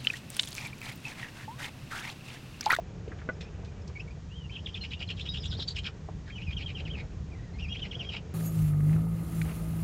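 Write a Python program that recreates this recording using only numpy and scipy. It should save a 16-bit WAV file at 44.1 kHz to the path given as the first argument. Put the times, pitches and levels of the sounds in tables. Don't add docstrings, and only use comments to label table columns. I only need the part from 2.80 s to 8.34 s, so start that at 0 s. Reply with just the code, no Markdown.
import sys
import numpy as np
from scipy import signal
from scipy.fft import rfft, irfft
from scipy.io import wavfile
from scipy.ndimage import uniform_filter1d

SR = 44100
rng = np.random.default_rng(int(sys.argv[2]) if len(sys.argv) > 2 else 0)


def to_linear_factor(level_db):
    exponent = np.asarray(level_db, float) / 20
    return 10 ** exponent


def to_wav(sig):
    pcm = np.clip(np.atleast_2d(sig), -1, 1) * 32767
    pcm = np.round(pcm).astype(np.int16)
    wavfile.write(sys.argv[1], SR, pcm.T)


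N = 244314

# t/s, rumble level/dB, rustle level/dB
NIGHT_LEVELS = [(0.0, -42.5, -52.5), (0.12, -42, -55.5), (0.65, -41.5, -53.5), (1.5, -42, -60),
                (2.52, -39, -57), (2.75, -35.5, -58.5), (2.85, -40, -59.5), (3.02, -38, -59),
                (3.1, -43, -57), (3.35, -37.5, -58.5), (3.58, -41.5, -60.5), (3.66, -36, -58),
                (3.96, -38.5, -56), (4.1, -34.5, -53.5), (4.32, -40, -58), (4.41, -35, -57.5),
                (4.52, -39.5, -58), (4.88, -37.5, -57), (5.25, -41, -53.5), (5.54, -39.5, -56)]
# f/Hz, level/dB
RUMBLE_SPECTRUM = [(12, -39), (20, -22.5), (48, -1), (79, 4), (118, -3), (161, -1.5), (192, -6.5),
                   (226, -20), (278, -16), (320, -21.5), (420, -39), (700, -120)]
RUSTLE_SPECTRUM = [(120, -28.5), (200, -3), (227, -12), (264, -15), (430, -8), (475, -10), (525, -14.5),
                   (765, -17.5), (1010, -29.5), (1560, -24), (2060, -32.5), (2390, -25), (4000, -43),
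                   (5200, -65.5), (8800, -120)]
HISS_SPECTRUM = [(530, -30), (900, -2.5), (1190, -6.5), (1560, -15.5), (1890, -6), (2460, -19.5),
                 (2890, -12), (3810, -13.5), (4230, -14.5), (6870, -14.5), (8710, -31.5), (11300, -58),
                 (19200, -120)]
# t/s, level/dB, centre f/Hz, width/octaves, t60/s
LITTER_SCUFFS = [(.276, -38, 425, 0.33, .05), (.278, -48.5, 2500, 0.62, 0.034),
                 (.308, -39, 250, 0.47, 0.055), (.317, -41, 1560, 0.42, .07),
                 (.385, -50.5, 1500, 0.98, 0.15), (.415, -47, 1390, 0.55, 0.088),
                 (.607, -42.5, 2670, 0.83, .12), (.609, -46, 470, 0.21, 0.091),
                 (.832, -45.5, 500, 1.2, 0.056), (.846, -52, 3520, 0.69, .1),
                 (1.075, -48.5, 4950, 0.4, 0.072), (1.098, -50, 1200, .9, 0.043),
                 (2.209, -49, 594, .8, 0.094), (2.750, -46, 440, 0.51, 0.11),
                 (2.787, -41.5, 336, 1.18, 0.14), (2.856, -54, 500, 0.37, 0.041),
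                 (3.286, -39, 567, 0.72, 0.067), (4.005, -53, 600, .8, .08), (4.170, -51, 500, 0.88, 0.23),
                 (5.340, -48, 810, 1.1, 0.24)]
# t/s, level/dB, contact/ms
KNOCK_BLOWS = [
    (0.489, -20.5, .9),
    (0.49, -20.5, 0.22),
    (.4940, -25, 0.15),
    (.4975, -23, 0.24),
]
# f/Hz, level/dB, t60/s
BODY_MODES = [(414, -24, .03), (530, -1, 0.045), (657, 5.5, 0.031), (790, -19, 0.017), (950, -7, 0.045),
              (1176, -1.5, 0.058), (1480, 8.5, 0.045), (1550, -7, 0.054), (2000, 2, 0.033),
              (2500, -31, 0.023)]
# t/s, length/s, start f/Hz, end f/Hz, level/dB, octave level/dB
WHISTLE_GLIDES = [(0.529, 0.017, 5250, 5250, -58.5, -30), (0.622, 0.026, 5300, 5330, -55, -30),
                  (0.647, 0.022, 2450, 2500, -53, -25), (0.677, .015, 2560, 2760, -54, -21),
                  (0.871, .03, 2450, 2380, -59, -14), (0.914, 0.018, 1536, 1550, -53.5, -15),
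                  (1.016, 0.012, 5200, 5200, -57, -30), (1.15, 0.033, 2262, 2234, -40.5, -25),
                  (1.194, 0.019, 2350, 2910, -39, -15.5), (1.274, .016, 2300, 2220, -48, -24),
                  (1.305, 0.012, 2320, 2500, -46.5, -12), (1.693, 0.017, 2130, 2760, -43.5, -15),
                  (1.702, 0.07, 3086, 3100, -44.5, -28), (1.753, 0.021, 3300, 2430, -34.5, -33),
                  (1.782, 0.016, 2390, 3300, -40, -17), (1.859, 0.013, 3700, 2710, -31, -27),
                  (1.88, 0.019, 2690, 3530, -40.5, -18), (1.942, 0.01, 3800, 3170, -32.5, -25),
                  (2.008, 0.01, 2870, 2970, -43, -20), (1.925, .014, 3100, 3180, -50, -15),
                  (2.106, 0.011, 3880, 3830, -47, -20), (2.133, 0.0097, 2580, 2950, -32, -29),
                  (2.192, .014, 4770, 4700, -47, -20), (2.318, 0.023, 4200, 4360, -48, -18),
                  (2.905, 0.013, 4430, 4740, -34.5, -24), (2.009, 0.029, 4200, 4130, -42, -38),
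                  (2.161, 0.027, 2700, 2900, -51, -16), (2.274, 0.011, 4200, 4170, -46.5, -25),
                  (2.486, .018, 3800, 3756, -33, -25), (2.506, .03, 3860, 3800, -51, -32),
                  (2.484, .055, 5130, 4850, -44, -30), (2.579, 0.016, 5130, 5400, -46, -30),
                  (2.597, 0.039, 5200, 4820, -42, -30), (2.672, 0.022, 5200, 6000, -48.5, -35),
                  (2.689, 0.048, 5440, 4500, -42.5, -35), (2.723, 0.018, 1500, 1480, -43.5, -28),
                  (2.765, 0.029, 3950, 5430, -43.5, -30), (2.794, 0.039, 4860, 4560, -44, -25),
                  (2.876, 0.017, 4830, 4290, -24.5, -30), (3.500, .012, 2070, 2640, -39.5, -25),
                  (3.51, 0.062, 3230, 3110, -53, -10), (3.551, 0.026, 3010, 2920, -39, -10.5),
                  (3.571, 0.026, 2850, 2230, -38.5, -24), (3.613, 0.032, 2500, 3140, -41.5, -21),
                  (3.643, 0.032, 2730, 2660, -45, -21), (3.664, 0.039, 2630, 2336, -39.5, -18.5),
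                  (3.723, 0.018, 3075, 3350, -43, -24), (3.764, 0.025, 3310, 2626, -34.5, -15),
                  (3.804, 0.03, 2210, 2190, -49, -11), (3.828, 0.015, 3210, 3360, -45.5, -22),
                  (3.858, 0.018, 3364, 3020, -35.5, -29), (3.945, 0.042, 3310, 2530, -38.5, -22),
                  (4.05, 0.0224, 3250, 2400, -40, -22), (4.096, 0.025, 2920, 3340, -40, -26),
                  (4.13, 0.033, 3270, 2350, -39, -27), (4.496, .014, 2000, 2320, -56, -20),
                  (4.514, 0.032, 2500, 2280, -51.5, -17), (4.548, .02, 2090, 2040, -53, -22),
                  (4.582, .035, 1920, 1920, -57.5, -21), (4.624, 0.03, 2070, 1980, -53, -16),
                  (4.670, 0.043, 1930, 1770, -54.5, -20), (4.73, .045, 2050, 2193, -55, -9.5),
                  (4.784, .02, 2160, 2980, -44, -10), (4.805, 0.014, 2950, 2920, -48, -12),
                  (4.818, 0.034, 2863, 2620, -38, -18.5), (4.839, 0.028, 2765, 2220, -41, -16),
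                  (4.878, 0.026, 2230, 2900, -41.5, -11.5), (4.887, 0.064, 3230, 3244, -41.5, -22),
                  (4.894, 0.073, 2780, 2996, -37.5, -19.5), (4.963, 0.012, 2800, 3400, -35.5, -20),
                  (5.016, 0.032, 3285, 2750, -34, -17), (5.110, 0.016, 3540, 2520, -36.5, -15),
                  (5.14, 0.021, 2660, 3510, -39.5, -19), (5.19, 0.036, 3315, 2600, -32.5, -18),
                  (5.238, 0.052, 3290, 3190, -45.5, -15), (5.287, 0.019, 3370, 2610, -33, -17.5)]
# t/s, f/Hz, level/dB
ARCHED_WHISTLE = [
    (1.485, 2389, -73),
    (1.515, 2786, -47),
    (1.567, 3228, -50.5),
    (1.665, 2750, -50.5),
    (1.673, 2771, -75),
    (1.685, 2352, -71),
]
# t/s, level/dB
BEAK_AIR = [
    [(1.68, -84), (1.696, -70), (2.036, -55), (2.188, -70), (2.196, -51), (2.24, -63), (2.328, -58),
     (2.352, -83), (2.368, -54), (2.802, -49.5), (2.826, -36), (2.862, -71), (2.882, -38), (2.942, -63),
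     (2.962, -40), (3.018, -66), (3.07, -41), (3.12, -74)],
    [(3.45, -81), (3.58, -66), (3.766, -70), (3.786, -56), (3.866, -65), (3.904, -57), (3.94, -63),
     (3.99, -60), (4.026, -73), (4.194, -65), (4.25, -84)],
    [(4.72, -82), (4.728, -79), (4.8, -62), (4.81, -71), (4.842, -59), (4.862, -67), (5.07, -55),
     (5.076, -57), (5.304, -54), (5.362, -54), (5.42, -83)],
]
# t/s, length/s, start f/Hz, dip f/Hz, end f/Hz, level/dB
RASP_DIPS = [(1.707, .1, 3000, 2855, 3080, -51), (1.85, .055, 3680, 2500, 3440, -44),
             (1.94, .05, 3900, 2630, 3100, -41.5), (2.021, 0.049, 3900, 2500, 3200, -39.5),
             (2.104, 0.046, 3890, 2585, 3800, -39.5), (2.197, 0.045, 3800, 2500, 3100, -34.5),
             (2.282, .05, 3900, 2624, 3150, -35), (2.364, 0.066, 4140, 2880, 4120, -38),
             (2.446, .055, 3900, 2900, 3800, -40), (2.53, .065, 3800, 3000, 3640, -36.5),
             (2.622, .055, 4500, 3115, 4200, -37.5), (2.7, .065, 4300, 3530, 3980, -41.5),
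             (2.787, .055, 4200, 3650, 4470, -37), (2.867, 0.064, 4800, 3610, 4400, -41.5),
             (2.953, .05, 4400, 2350, 3400, -34), (3.037, 0.052, 3700, 2680, 2450, -31.5),
             (3.043, 0.061, 1750, 1578, 1100, -40.5), (3.457, 0.079, 2300, 1777, 2580, -48),
             (3.564, 0.098, 3000, 2500, 3060, -50), (3.696, 0.049, 2690, 2400, 3200, -43),
             (3.784, 0.061, 2850, 2432, 3220, -42), (3.868, 0.058, 3220, 2500, 2780, -42.5),
             (3.975, .045, 2753, 2460, 3160, -40.5), (4.059, 0.0447, 2940, 2235, 2920, -44),
             (4.154, 0.073, 2910, 2190, 2300, -43.5), (4.792, 0.025, 2710, 2860, 2940, -47.5),
             (4.942, 0.029, 2880, 2390, 3010, -43.5), (4.98, .032, 3090, 3000, 3040, -45),
             (5.027, 0.052, 2920, 2320, 3440, -42), (5.118, 0.032, 2820, 2380, 3130, -45),
             (5.221, 0.0387, 2770, 2280, 3030, -44.5), (5.305, 0.041, 2890, 2500, 2800, -40.5),
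             (5.325, 0.066, 3000, 2610, 2500, -35.5)]
# f/Hz, level/dB
RASP_AIR_SPECTRUM = [(900, -6), (1500, 7), (2500, 4.5), (4000, 7.5), (5200, 6.5), (6000, -8.5),
                     (7500, -5.5), (9000, -37)]
# f/Hz, width/Hz, gain/dB
THROAT_RESONANCES = [(2450, 86, 5), (3250, 330, 5), (3800, 470, 5.5), (4200, 67, 3.5), (5200, 190, 1)]
# delay/s, level/dB
ROCK_ECHOES = [
    (.0031, -14),
    (.0057, -13),
    (.0094, -15),
    (0.0139, -15.5),
]


def evened(x):
    return x / np.sqrt(np.mean(x ** 2) + 1e-20)


def read(points, hz):
    f, level_db = np.transpose(points)
    return np.interp(np.log(hz + 1), np.log(f + 1), level_db, -90, -90)


def colour(x, shape_db):
    hz = np.fft.rfftfreq(len(x), 1 / SR)
    return irfft(rfft(x) * to_linear_factor(shape_db(hz)), len(x))


def bell_db(hz, centre_hz, octaves):
    return -6 * (np.log2((hz + 1) / centre_hz) / octaves) ** 2


def drift(size, hz):
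    return evened(colour(rng.standard_normal(size), lambda f: -20 * (f / hz) ** 2))


def add(mix, s, sound):
    part = mix[round(s * SR):][:len(sound)]
    part += sound[:len(part)]


def night():
    s, rumble_db, rustle_db = np.transpose(NIGHT_LEVELS)
    t = np.arange(N) / SR
    low, grains, smooth = rng.standard_normal((3, N))
    grains = grains * to_linear_factor(1.3 * drift(N, 25))
    rumble = evened(colour(low, lambda f: read(RUMBLE_SPECTRUM, f)))
    rustle = evened(colour(grains, lambda f: read(RUSTLE_SPECTRUM, f)))
    hiss = evened(colour(smooth, lambda f: read(HISS_SPECTRUM, f)))
    out = to_linear_factor(np.interp(t, s, rumble_db)) * rumble
    out += to_linear_factor(np.interp(t, s, rustle_db) + 3.5) * rustle
    return out + to_linear_factor(-62) * hiss


def scuffs():
    size, rise_s = 8192, 0.0016
    out, t = np.zeros(N), np.arange(size) / SR
    for s, db, centre_hz, octaves, t60_s in LITTER_SCUFFS:
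        noise, grit = rng.standard_normal((2, size))
        burst = noise * to_linear_factor(1.0 * evened(uniform_filter1d(grit, 60)))
        burst = evened(colour(burst, lambda f: bell_db(f, centre_hz, octaves)))
        add(out, s, to_linear_factor(db - 60 * t / t60_s) * burst * np.minimum(t / rise_s, 1))
    return out


def knock():
    out, t = np.zeros(N), np.arange(4096) / SR
    ring = np.zeros(len(t))
    for hz, db, t60_s in BODY_MODES:
        ring -= to_linear_factor(db - 60 * t / t60_s) * np.sin(2 * np.pi * hz * t)
    for s, db, contact_ms in KNOCK_BLOWS:
        contact = np.hanning(round(contact_ms * SR / 1000) + 3)
        blow = np.convolve(ring, contact)
        add(out, s, to_linear_factor(db) * blow / abs(blow).max())
    return out


def tone(hz, octave_db):
    phase = 2 * np.pi * np.cumsum(hz) / SR
    throat_loss_db = 24 * np.maximum(hz / 2800 - 1, 0) / 0.23
    return np.sqrt(2) * (np.sin(phase) + to_linear_factor(octave_db - throat_loss_db) * np.sin(2 * phase))


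def whistles():
    out = np.zeros(N)
    waver, flutter, hoarse = drift(N, 270), drift(N, 82), drift(N, 780)
    for s, length_s, start_hz, end_hz, db, octave_db in WHISTLE_GLIDES:
        n, at = round(length_s * SR), round(s * SR)
        hz = np.linspace(start_hz, end_hz, n) * (1 + .009 * waver[at:at + n])
        add(out, s, to_linear_factor(db) * tone(hz, octave_db) * signal.windows.tukey(n, .55))
    s, hz, db = np.transpose(ARCHED_WHISTLE)
    t = np.arange(s[0], s[-1], 1 / SR)
    arch = tone(np.interp(t, s, hz), -28) * signal.windows.tukey(len(t), .1)
    add(out, s[0], to_linear_factor(np.interp(t, s, db)) * arch)
    return out * to_linear_factor(1.5 * flutter) * (1 + .25 * hoarse)


def beak():
    t, level = np.arange(N) / SR, np.zeros(N)
    for phrase in BEAK_AIR:
        s, db = np.transpose(phrase)
        level += to_linear_factor(np.interp(t, s, db, -120, -120) - 2.5)

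    def resonances_db(f):
        upper = -6 * ((f - 5200) / 550) ** 2
        lower = -1.5 - 6 * ((f - 3050) / 450) ** 2
        return np.maximum(upper, lower)

    air = evened(colour(rng.standard_normal(N), resonances_db))
    return level * air * to_linear_factor(1.9 * drift(N, 60))


def rasps():
    out = np.zeros(N)
    jump, sputter = np.tanh(drift(N, 700)), np.tanh(drift(N, 220))
    air = evened(colour(rng.standard_normal(N), lambda f: read(RASP_AIR_SPECTRUM, f)))
    fizz = evened(colour(rng.standard_normal(N), lambda f: bell_db(f, 6800, 0.18)))
    for s, length_s, start_hz, dip_hz, end_hz, db in RASP_DIPS:
        n, at = round(length_s * SR), round(s * SR)
        here = slice(at, at + n)
        u = np.linspace(0, 1, n)
        chaos = .07 + .12 * np.sin(np.pi * u) ** 2
        hz = np.interp(u, [0, .3, .6, 1], [start_hz, dip_hz, 1.05 * dip_hz, end_hz])
        hz = hz * (1 + chaos * jump[here])
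        fizz_db = -26 + 14 * (start_hz / 4000 - 1) / 0.16
        voice = tone(hz, -23) + to_linear_factor(-11.5) * air[here] + to_linear_factor(fizz_db) * fizz[here]
        add(out, s, to_linear_factor(db) * voice * signal.windows.tukey(n, .7))
        leak = to_linear_factor(db - 15.5) * air[here] * signal.windows.tukey(n, .5)
        add(out, s - .012, leak)
    return out * to_linear_factor(6 * sputter)


def throat_db(f):
    peaks = sum(db / (1 + (2 * (f - hz) / width_hz) ** 2) for hz, width_hz, db in THROAT_RESONANCES)
    return peaks - 6.5


def rock_nest(voice):
    t60_s = .1
    t = np.arange(SR // 4) / SR
    nest = to_linear_factor(-8) * evened(rng.standard_normal(len(t))) * to_linear_factor(-60 * t / t60_s)
    nest *= np.sqrt(2 * np.log(1000) / (t60_s * SR)) * (t > .004)
    nest[0] = 1
    for s, db in ROCK_ECHOES:
        add(nest, s, to_linear_factor(db) * np.ones(1))
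    return signal.fftconvolve(voice, nest / np.linalg.norm(nest))[:N]


def owlet():
    return rock_nest(colour(whistles() + beak() + rasps(), throat_db))


def scene():
    return (night() + scuffs() + knock() + owlet())[None]


def low_pass(x):
    return signal.sosfilt(signal.butter(12, 8860, fs=SR, output="sos"), x)


def record(dry):
    lowpass = signal.firwin(401, 8690, window=("kaiser", 9), fs=SR)
    narrow = signal.oaconvolve(dry, lowpass[None], "same")
    return low_pass(narrow)


dry = scene()
out = record(dry)
to_wav(out)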